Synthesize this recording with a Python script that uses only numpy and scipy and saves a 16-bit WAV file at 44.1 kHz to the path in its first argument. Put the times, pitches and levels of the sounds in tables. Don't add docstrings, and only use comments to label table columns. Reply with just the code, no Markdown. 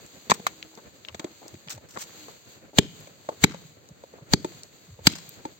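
import sys
import numpy as np
from scipy import signal
from scipy.fft import rfft, irfft
from scipy.io import wavfile

SR = 44100
rng = np.random.default_rng(int(sys.argv[2]) if len(sys.argv) > 2 else 0)


def generate_wav(signal):
    frames = np.transpose(np.atleast_2d(signal))
    scaled = np.clip(frames, -1, 1) * 32767
    pcm = np.round(scaled).astype(np.int16)
    wavfile.write(sys.argv[1], SR, pcm)


N = 246519
TIME = np.arange(N) / SR
AGE = np.arange(SR // 5) / SR

# start_s, crack_db, crush_s (time spent crushing), piece main_hz, piece second_hz, piece_db,
# ground thump_db, flesh slap_db, slap_hz, hammer head clack_db, clack_hz, flying crumbs_db, lifting sleeve_db
HAMMER_BLOWS = [(2.7843, -10, .0026, 3210, 6800, 2, -5, -12, 401, -11.5, 636, -55, -49.5),
                (3.438, -7, 0.0041, 2330, 6920, -4.5, -4.5, -15.5, 402, -40, 1018, -45.5, -53),
                (4.3346, -11.5, 0.0017, 4510, 6100, 0.5, -7.5, -17.5, 377, -11, 803, -59, -48.5),
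                (5.0689, -6.5, 0.0028, 4360, 3530, 1.5, -7.5, -57, 295, -17, 900, -39.5, -49)]
# pitch_hz, width_hz, level_db
BONE_MODES = [(900, 180, 2), (1374, 200, 1.5), (1710, 250, -2.5), (2417, 350, 4.5), (2850, 140, -14),
              (3324, 300, 3), (3940, 480, -3), (4695, 170, 2), (5343, 190, -22), (5870, 200, -4.5),
              (6430, 270, 0), (7626, 120, 4.5), (13500, 3100, -39)]
# start_s, ring_db, ring_hz, thud_db (before a 4.5 dB cut),
# tick_db, wooden handle_db
GROUND_KNOCKS = [(0.2984, -27, 950, -19, -13.5, -32), (.309, -26.5, 1660, -42, -13, -35),
                 (0.3163, -1, 1054, -14, -17.5, -27), (0.3975, -37, 660, -30.5, -45, -60),
                 (0.4663, -9.5, 1200, -39.5, -17.5, -59), (0.7743, -43, 900, -38.5, -44, -56),
                 (1.1452, -31.5, 690, -33.5, -32.5, -36.5), (1.195, -33.5, 323, -36, -28, -43),
                 (1.2432, -24.5, 349, -60, -33.5, -45), (1.5403, -39, 348, -36.5, -44.5, -68),
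                 (1.674, -48, 580, -42, -41.5, -43), (1.777, -40.5, 586, -42.5, -45.5, -39.5),
                 (1.9721, -23.5, 1105, -32.5, -35, -42), (3.0719, -40, 587, -58, -44, -46),
                 (3.2883, -18, 606, -39, -36, -21.5), (3.544, -33.5, 542, -33.5, -39.5, -36.5),
                 (4.0364, -34.5, 539, -52.5, -51.5, -70.5), (4.1365, -39, 479, -54, -57.5, -70),
                 (4.4454, -21, 352, -60, -30, -21), (4.9895, -40.5, 510, -49, -60, -52),
                 (5.452, -29, 310, -69, -35.5, -21)]
# multiple of the ring pitch (no unit), level_db
HOLLOW_MODES = [(.58, -5.5), (.8, -2), (1, 5), (1.3, -5), (1.75, -3.5), (2.5, -20)]
# start_s, level_db (peak, before a 5 dB lift), centre_hz
GRAIN_SNAPS = [(0.0633, -36, 7100), (0.3076, -9, 5950), (.4685, -23.5, 13000), (0.627, -27, 2700),
               (.7527, -37, 5800), (1.0495, -29, 2400), (1.0545, -39, 3000), (1.0854, -25.5, 2720),
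               (1.094, -39, 2940), (1.481, -29, 6940), (1.685, -26.5, 2500), (1.7036, -25.5, 6160),
               (1.719, -38.5, 3860), (2.0155, -26.5, 8000), (3.003, -37, 9050), (3.419, -30, 8980),
               (3.889, -39, 6840), (4.634, -27.5, 5500), (5.136, -29, 2980), (5.155, -37, 5000),
               (5.292, -27.5, 12400)]
# start_s, length_s, level_db, centre_hz
ICE_SCRAPES = [(.336, .013, -35.5, 6500), (0.347, 0.024, -47, 1510), (0.469, .02, -39.5, 2480),
               (0.723, 0.024, -58.5, 800), (0.778, 0.019, -45.5, 786), (1.08, 0.022, -45, 1050),
               (1.202, 0.082, -53, 900), (1.41, 0.082, -48.5, 603), (1.682, .03, -52.5, 1000),
               (1.694, 0.052, -39, 5840), (1.887, 0.12, -50, 6500), (1.957, 0.023, -36.5, 920),
               (1.984, 0.047, -43, 6030), (2.006, .033, -36.5, 7000), (2.283, 0.013, -44, 746),
               (2.732, 0.02, -45, 500), (3.299, .041, -48.5, 650), (3.889, .015, -51.5, 591),
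               (4.18, 0.036, -51, 665), (5.387, 0.014, -53.5, 900)]
# delay_s, level_db, favoured pitch_hz
WALL_ECHOES = [(.022, -18.5, 325.6), (.036, -18.5, 399), (.059, -20, 312), (.102, -29.5, 159.3),
               (.125, -41.5, 145), (.205, -28.5, 133)]
# fastest_s (moment of the peak), width_s, level_db
ARM_REACHES = [(0.219, 0.39, -50.5), (.56, 0.03, -59), (.79, 0.017, -67), (1.4, 0.16, -53.5),
               (2.2, 0.092, -45), (2.51, 0.036, -49.5), (3.081, 0.069, -59), (3.35, 0.12, -53.5),
               (4.8, 0.1, -56.5), (5.44, 0.12, -54.5)]
# start_s, length_s, level_db, start pitch_hz
HANDLING_RUBS = [(1.085, 0.093, -43.5, 123.6), (1.51, .075, -44.5, 143), (1.665, 0.0234, -39.5, 200),
                 (1.732, 0.072, -41.5, 118), (3.902, .031, -40, 135), (4.214, 0.022, -39, 153),
                 (4.872, .1, -40.5, 135.6), (4.98, 0.057, -43.5, 123.3)]
# start_s, length_s, level_db, start pitch_hz, end pitch_hz
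FAR_TONES = [(.005, 0.16, -69, 324, 317), (.38, 0.13, -51, 477, 465), (.46, 0.35, -55, 320.5, 311.7),
             (2.14, 0.17, -50.5, 332.5, 281)]
# pitch_hz, level_db
GRIT_COLOUR = [(60, -10), (200, 15), (700, 3.5), (1500, -1), (2500, -8), (4200, -8.5), (5400, -8),
               (7000, -3.5), (12000, -15.5), (16000, -11)]
# pitch_hz, level_db
SLEEVE_COLOUR = [(500, 0.5), (1200, -4), (2400, -2), (3300, -2.5), (4500, 3.5), (5400, -13.5), (6400, 2),
                 (7500, 2), (8500, -13.5), (12000, -12), (16000, -6)]
# pitch_hz, level_db
RUMBLE_COLOUR = [(25, -28.5), (50, 0.5), (100, 1), (170, -3), (330, -5), (560, -3.5), (900, -16),
                 (1400, -14.5), (2500, -18), (6000, -46)]
# pitch_hz, level_db
ECHO_COLOUR = [(40, -14), (100, 2.5), (170, -4.5), (270, -12), (370, -10), (550, -13.5), (900, -21.5),
               (3000, -7.5), (7000, -12), (16000, -21)]
# pitch_hz, correlation (1 the same, -1 opposite; no unit)
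SIDE_LIKENESS = [(60, -0.36), (300, 0.89), (640, 0.1), (1400, -0.13), (3000, 0.0077), (16000, -0.2)]


def blows():
    hiss_db, hiss_s = -26, 0.011
    gust_db, gust_width_s = -11, 0.0098
    crumbs_after_s, crumbs_fly_s, crumbs_ring_db = 0.011, 0.1, -11.5
    late_s = [0.0026, 0.0028]
    out = np.zeros((2, N))
    for (s, crack_db, crush_s, main_hz, second_hz, piece_db, thump_db,
         slap_db, slap_hz, clack_db, clack_hz, crumbs_db, _) in HAMMER_BLOWS:
        hiss = noise(SLEEVE_COLOUR, len(AGE)) * np.exp(-AGE[::-1] / hiss_s)
        add(out, s - AGE[-1], from_db(hiss_db) * hiss)

        gust_shape = np.exp(-0.5 * ((AGE - AGE.mean()) / gust_width_s) ** 2)
        gust = noise(RUMBLE_COLOUR, len(AGE), centre_hz=30.2, spread=0.65) * gust_shape
        add(out, s - AGE.mean(), from_db(thump_db + gust_db) * gust)

        crushing = crushing_shape(crush_s)
        piece = broken_piece(crushing, main_hz, second_hz)
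        crack = fracture(crushing, dry_db=-3) + from_db(piece_db) * piece
        add(out, s, from_db(crack_db) * crack)

        ground = thump(190, 0.00215, late_s) + from_db(-5.5) * thump(261, 0.0024, late_s)
        slap = thump(slap_hz, 0.0036, late_s)
        clack = thump(clack_hz, 0.001, [0.0004, 0.0005])
        add(out, s, from_db(thump_db) * ground + from_db(slap_db) * slap + from_db(clack_db) * clack)

        crumbs = from_db(crumbs_db) * crackle(crumbs_fly_s, main_hz) * flutter(340, 5.6, len(AGE))
        crumbs_ring = from_db(crumbs_ring_db) * resonate(crumbs, main_hz, 1200)
        add(out, s + crumbs_after_s, crumbs + crumbs_ring)
    return out


def crushing_shape(crush_s):
    build_up = 1 - np.exp(-AGE / 0.0013)
    release = np.minimum(1, np.exp(-(AGE - crush_s) / 0.0017))
    return build_up * release + from_db(-4) * fade(0.025)


def broken_piece(crushing, main_hz, second_hz):
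    breaks = rng.standard_normal((2, len(AGE))) * crushing
    main = carrying(resonate(breaks, main_hz, 460), crushing)
    second = carrying(resonate(breaks, second_hz, 470), crushing)
    return main + from_db(-9.5) * second


def fracture(envelope, dry_db):
    breaks = rng.standard_normal((2, len(AGE))) * envelope

    def mode(hz, width_hz):
        return np.sqrt(width_hz) * rms_one(resonate(breaks, hz, width_hz))

    rung = np.zeros((2, len(AGE)))
    for k, (hz, width_hz, db) in enumerate(BONE_MODES):
        rung += (-1) ** k * from_db(db) * mode(hz, width_hz)
    dry_crunch = from_db(dry_db) * mode(1600, 3800)
    return carrying(rung + dry_crunch, envelope)


def thump(hz, swell_s, late_s):
    t = np.maximum(AGE - np.array(late_s)[:, None], 0)
    swell = t / swell_s * np.exp(1 - t / swell_s)
    return np.sin(2 * np.pi * hz * t) * swell


def knocks():
    left_late_s, late_slope = 0.00031, 0.35
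    ring_cycles = 15.35
    handle_hz, handle_t60_s, tick_t60_s = 888, 0.041, 0.031
    out = np.zeros((2, N))
    for s, ring_db, ring_hz, thud_db, tick_db, handle_db in GROUND_KNOCKS:
        late_s = left_late_s * (1000 / ring_hz) ** late_slope
        t = np.maximum(AGE - np.array([[late_s], [0]]), 0)

        hollow = np.zeros((2, len(AGE)))
        for k, (multiple, db) in enumerate(HOLLOW_MODES):
            hollow += (-1) ** k * from_db(db) * np.sin(2 * np.pi * ring_hz * multiple * t)
        ring = from_db(ring_db) * hollow * fade(ring_cycles / ring_hz)
        handle = from_db(handle_db) * np.sin(2 * np.pi * handle_hz * t) * fade(handle_t60_s)
        ringing = (ring + handle) * (1 - np.exp(-t / 0.00046))

        thud = thump(210, 0.0029, [late_s, 0]) + from_db(3) * thump(449, 0.0014, [late_s, 0])
        tick = fracture(fade(tick_t60_s), dry_db=-5.5)
        add(out, s, ringing + from_db(thud_db - 4.5) * thud + from_db(tick_db) * tick)
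    return out


def grit():
    out = np.zeros((2, N))
    for s, db, hz in GRAIN_SNAPS:
        burst = rng.standard_normal((2, len(AGE))) * (fade(0.0058) + from_db(-20.5) * fade(0.046))
        snap = resonate(resonate(burst, hz, 0.84 * hz), hz, 0.84 * hz)
        add(out, s, from_db(db + 5) * snap / np.abs(snap).max())
    for s, length_s, db, centre_hz in ICE_SCRAPES:
        add(out, s, from_db(db) * crackle(length_s, centre_hz))
    return out


def crackle(length_s, centre_hz):
    attack = np.clip(AGE / 0.0013, 0, 1)
    release = np.minimum(1, np.exp(-(AGE / length_s - 0.75) / 0.33))
    spread_octaves = 0.96 * (centre_hz / 1000) ** 0.26
    grains = noise(GRIT_COLOUR, len(AGE), centre_hz, spread_octaves)
    clumps = flutter(900, 3.2, len(AGE)) * flutter(120, 2.8, len(AGE))
    return attack * release * grains * clumps


def yard(x):
    source = x.mean(axis=0)
    t = TIME[:SR // 2]
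    decay = np.exp(-t / 0.04) + from_db(-12) * np.exp(-t / 0.15)
    tail = noise(ECHO_COLOUR, len(t)) * np.clip(t / 0.028, 0, 1) * decay
    out = from_db(-57.5) * signal.fftconvolve(source[None], tail, axes=1)[:, :N]
    for delay_s, db, hz in WALL_ECHOES:
        echo = resonate(resonate(source, hz, 0.5 * hz), hz, 0.5 * hz)
        add(out, delay_s, from_db(db) * echo)
    return out


def from_ground(x):
    middle = np.array([[0.35], [-0.45]]) * resonate(x, 1200, 1400)
    sparkle = np.array([[-0.15], [0.15]]) * resonate(x, 9400, 2500)
    return x + middle + sparkle


def movement():
    rumble_db = -54.5
    rub_fall = 0.62
    sleeve_db = arm_db()
    cloth = noise(SLEEVE_COLOUR, N) * flutter(370, 0.94, N) * flutter(27, 0.93, N)
    sleeve = from_db(sleeve_db) * cloth
    rumble = from_db(rumble_db) * noise(RUMBLE_COLOUR, N) * flutter(40, 4.6, N)
    slowing = [(s, length_s, db, hz, rub_fall * hz) for s, length_s, db, hz in HANDLING_RUBS]
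    rubs = glides(slowing, waver_db=5.5)
    return sleeve + rumble + loose_grains(sleeve_db, per_s=42, size_db=1) + rubs


def arm_db():
    still_db = -58.5
    lift_after_s, lift_width_s = 0.19, 0.064
    lifts = [(blow[0] + lift_after_s, lift_width_s, blow[-1]) for blow in HAMMER_BLOWS]
    power = np.full(N, from_db(still_db) ** 2)
    for s, width_s, db in list(ARM_REACHES) + lifts:
        power += from_db(db) ** 2 * np.exp(-0.5 * ((TIME - s) / width_s) ** 2)
    return 10 * np.log10(power)


def loose_grains(level_db, per_s, size_db):
    born = rng.random(N) < per_s / SR
    strength_db = 3.5 * np.minimum(rng.exponential(1, N), 4)
    clicks = born * from_db(strength_db) * rng.choice([-1, 1], N)
    pitch_number = rng.integers(0, 6, N)
    ticks = np.zeros((2, N))
    for k, hz in enumerate(np.geomspace(600, 12000, num=6)):
        rung = resonate(clicks * (pitch_number == k), hz, 0.5 * hz) * SR / (np.pi * hz)
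        ticks += rung * from_db(rng.normal(0, 1.8, (2, 1)))
    return from_db(level_db + size_db) * ticks


def glides(rows, waver_db):
    out = np.zeros((2, N))
    for s, length_s, db, start_hz, end_hz in rows:
        size = round(length_s * SR)
        hz = np.linspace(start_hz, end_hz, size) * flutter(73.4, waver_db, size)
        swell = np.sin(np.linspace(0, np.pi, size))
        add(out, s, from_db(db) * swell * np.sin(2 * np.pi * np.cumsum(hz) / SR))
    return out


def noise(spectrum, size, centre_hz=1000, spread=np.inf):
    octave = np.log2(np.fft.rfftfreq(size, 1 / SR) + 1)

    def along(points):
        hz, value = np.array(points).T
        return np.interp(octave, np.log2(hz), value)

    alike = np.clip(along(SIDE_LIKENESS), -1, 1)
    mid, side = rfft(rng.standard_normal((2, size)))
    both = np.sqrt(1 + alike) * mid + np.sqrt(1 - alike) * side * [[1], [-1]]
    gathered = np.exp(-0.5 * ((octave - np.log2(centre_hz)) / spread) ** 2)
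    return rms_one(irfft(both * from_db(along(spectrum)) * gathered, size))


def flutter(per_s, depth_db, size):
    steps = rng.standard_normal(size)
    wander = np.interp(np.arange(size) * per_s / SR, np.arange(size), steps)
    return rms_one(from_db(depth_db * wander))


def resonate(x, hz, width_hz):
    r = np.exp(-np.pi * width_hz / SR)
    feed_in = np.array([1, 0, -1]) * (1 - r * r) / 2
    feed_back = [1, -2 * r * np.cos(2 * np.pi * hz / SR), r * r]
    return signal.lfilter(feed_in, feed_back, x)


def carrying(x, envelope):
    return x * np.sqrt(np.sum(envelope ** 2) / np.sum(x ** 2, axis=1, keepdims=True))


def fade(t60):
    return np.exp(-np.log(1000) * AGE / t60)


def from_db(db):
    return 10 ** (np.asarray(db) / 20)


def rms_one(x):
    return x / np.sqrt(np.mean(x ** 2) + 1e-20)


def add(out, s, sound):
    start = round(s * SR)
    out[:, start:start + sound.shape[-1]] += sound[..., :N - start]


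def scene():
    contacts = blows() + knocks() + grit()
    return from_ground(contacts + yard(contacts)) + movement() + glides(FAR_TONES, waver_db=0.14)


def record(dry):
    cutoff_hz = 16200
    coloured = dry + np.array([[0.1], [-0.1]]) * resonate(dry, 2840, 2300)
    bass_cut = signal.butter(3, 80, "high", fs=SR, output="sos")
    coloured = signal.sosfilt(bass_cut, coloured)
    weak_band = signal.butter(6, [8600, 11650], "bandstop", fs=SR, output="sos")
    coloured = signal.sosfilt(weak_band, coloured)
    clipped = coloured / (1 + np.abs(coloured) ** 6) ** (1 / 6)
    top_cut = signal.ellip(10, 0.2, 80, cutoff_hz, fs=SR, output="sos")
    return signal.sosfilt(top_cut, 0.93 * clipped)


dry = scene()
out = record(dry)
generate_wav(out)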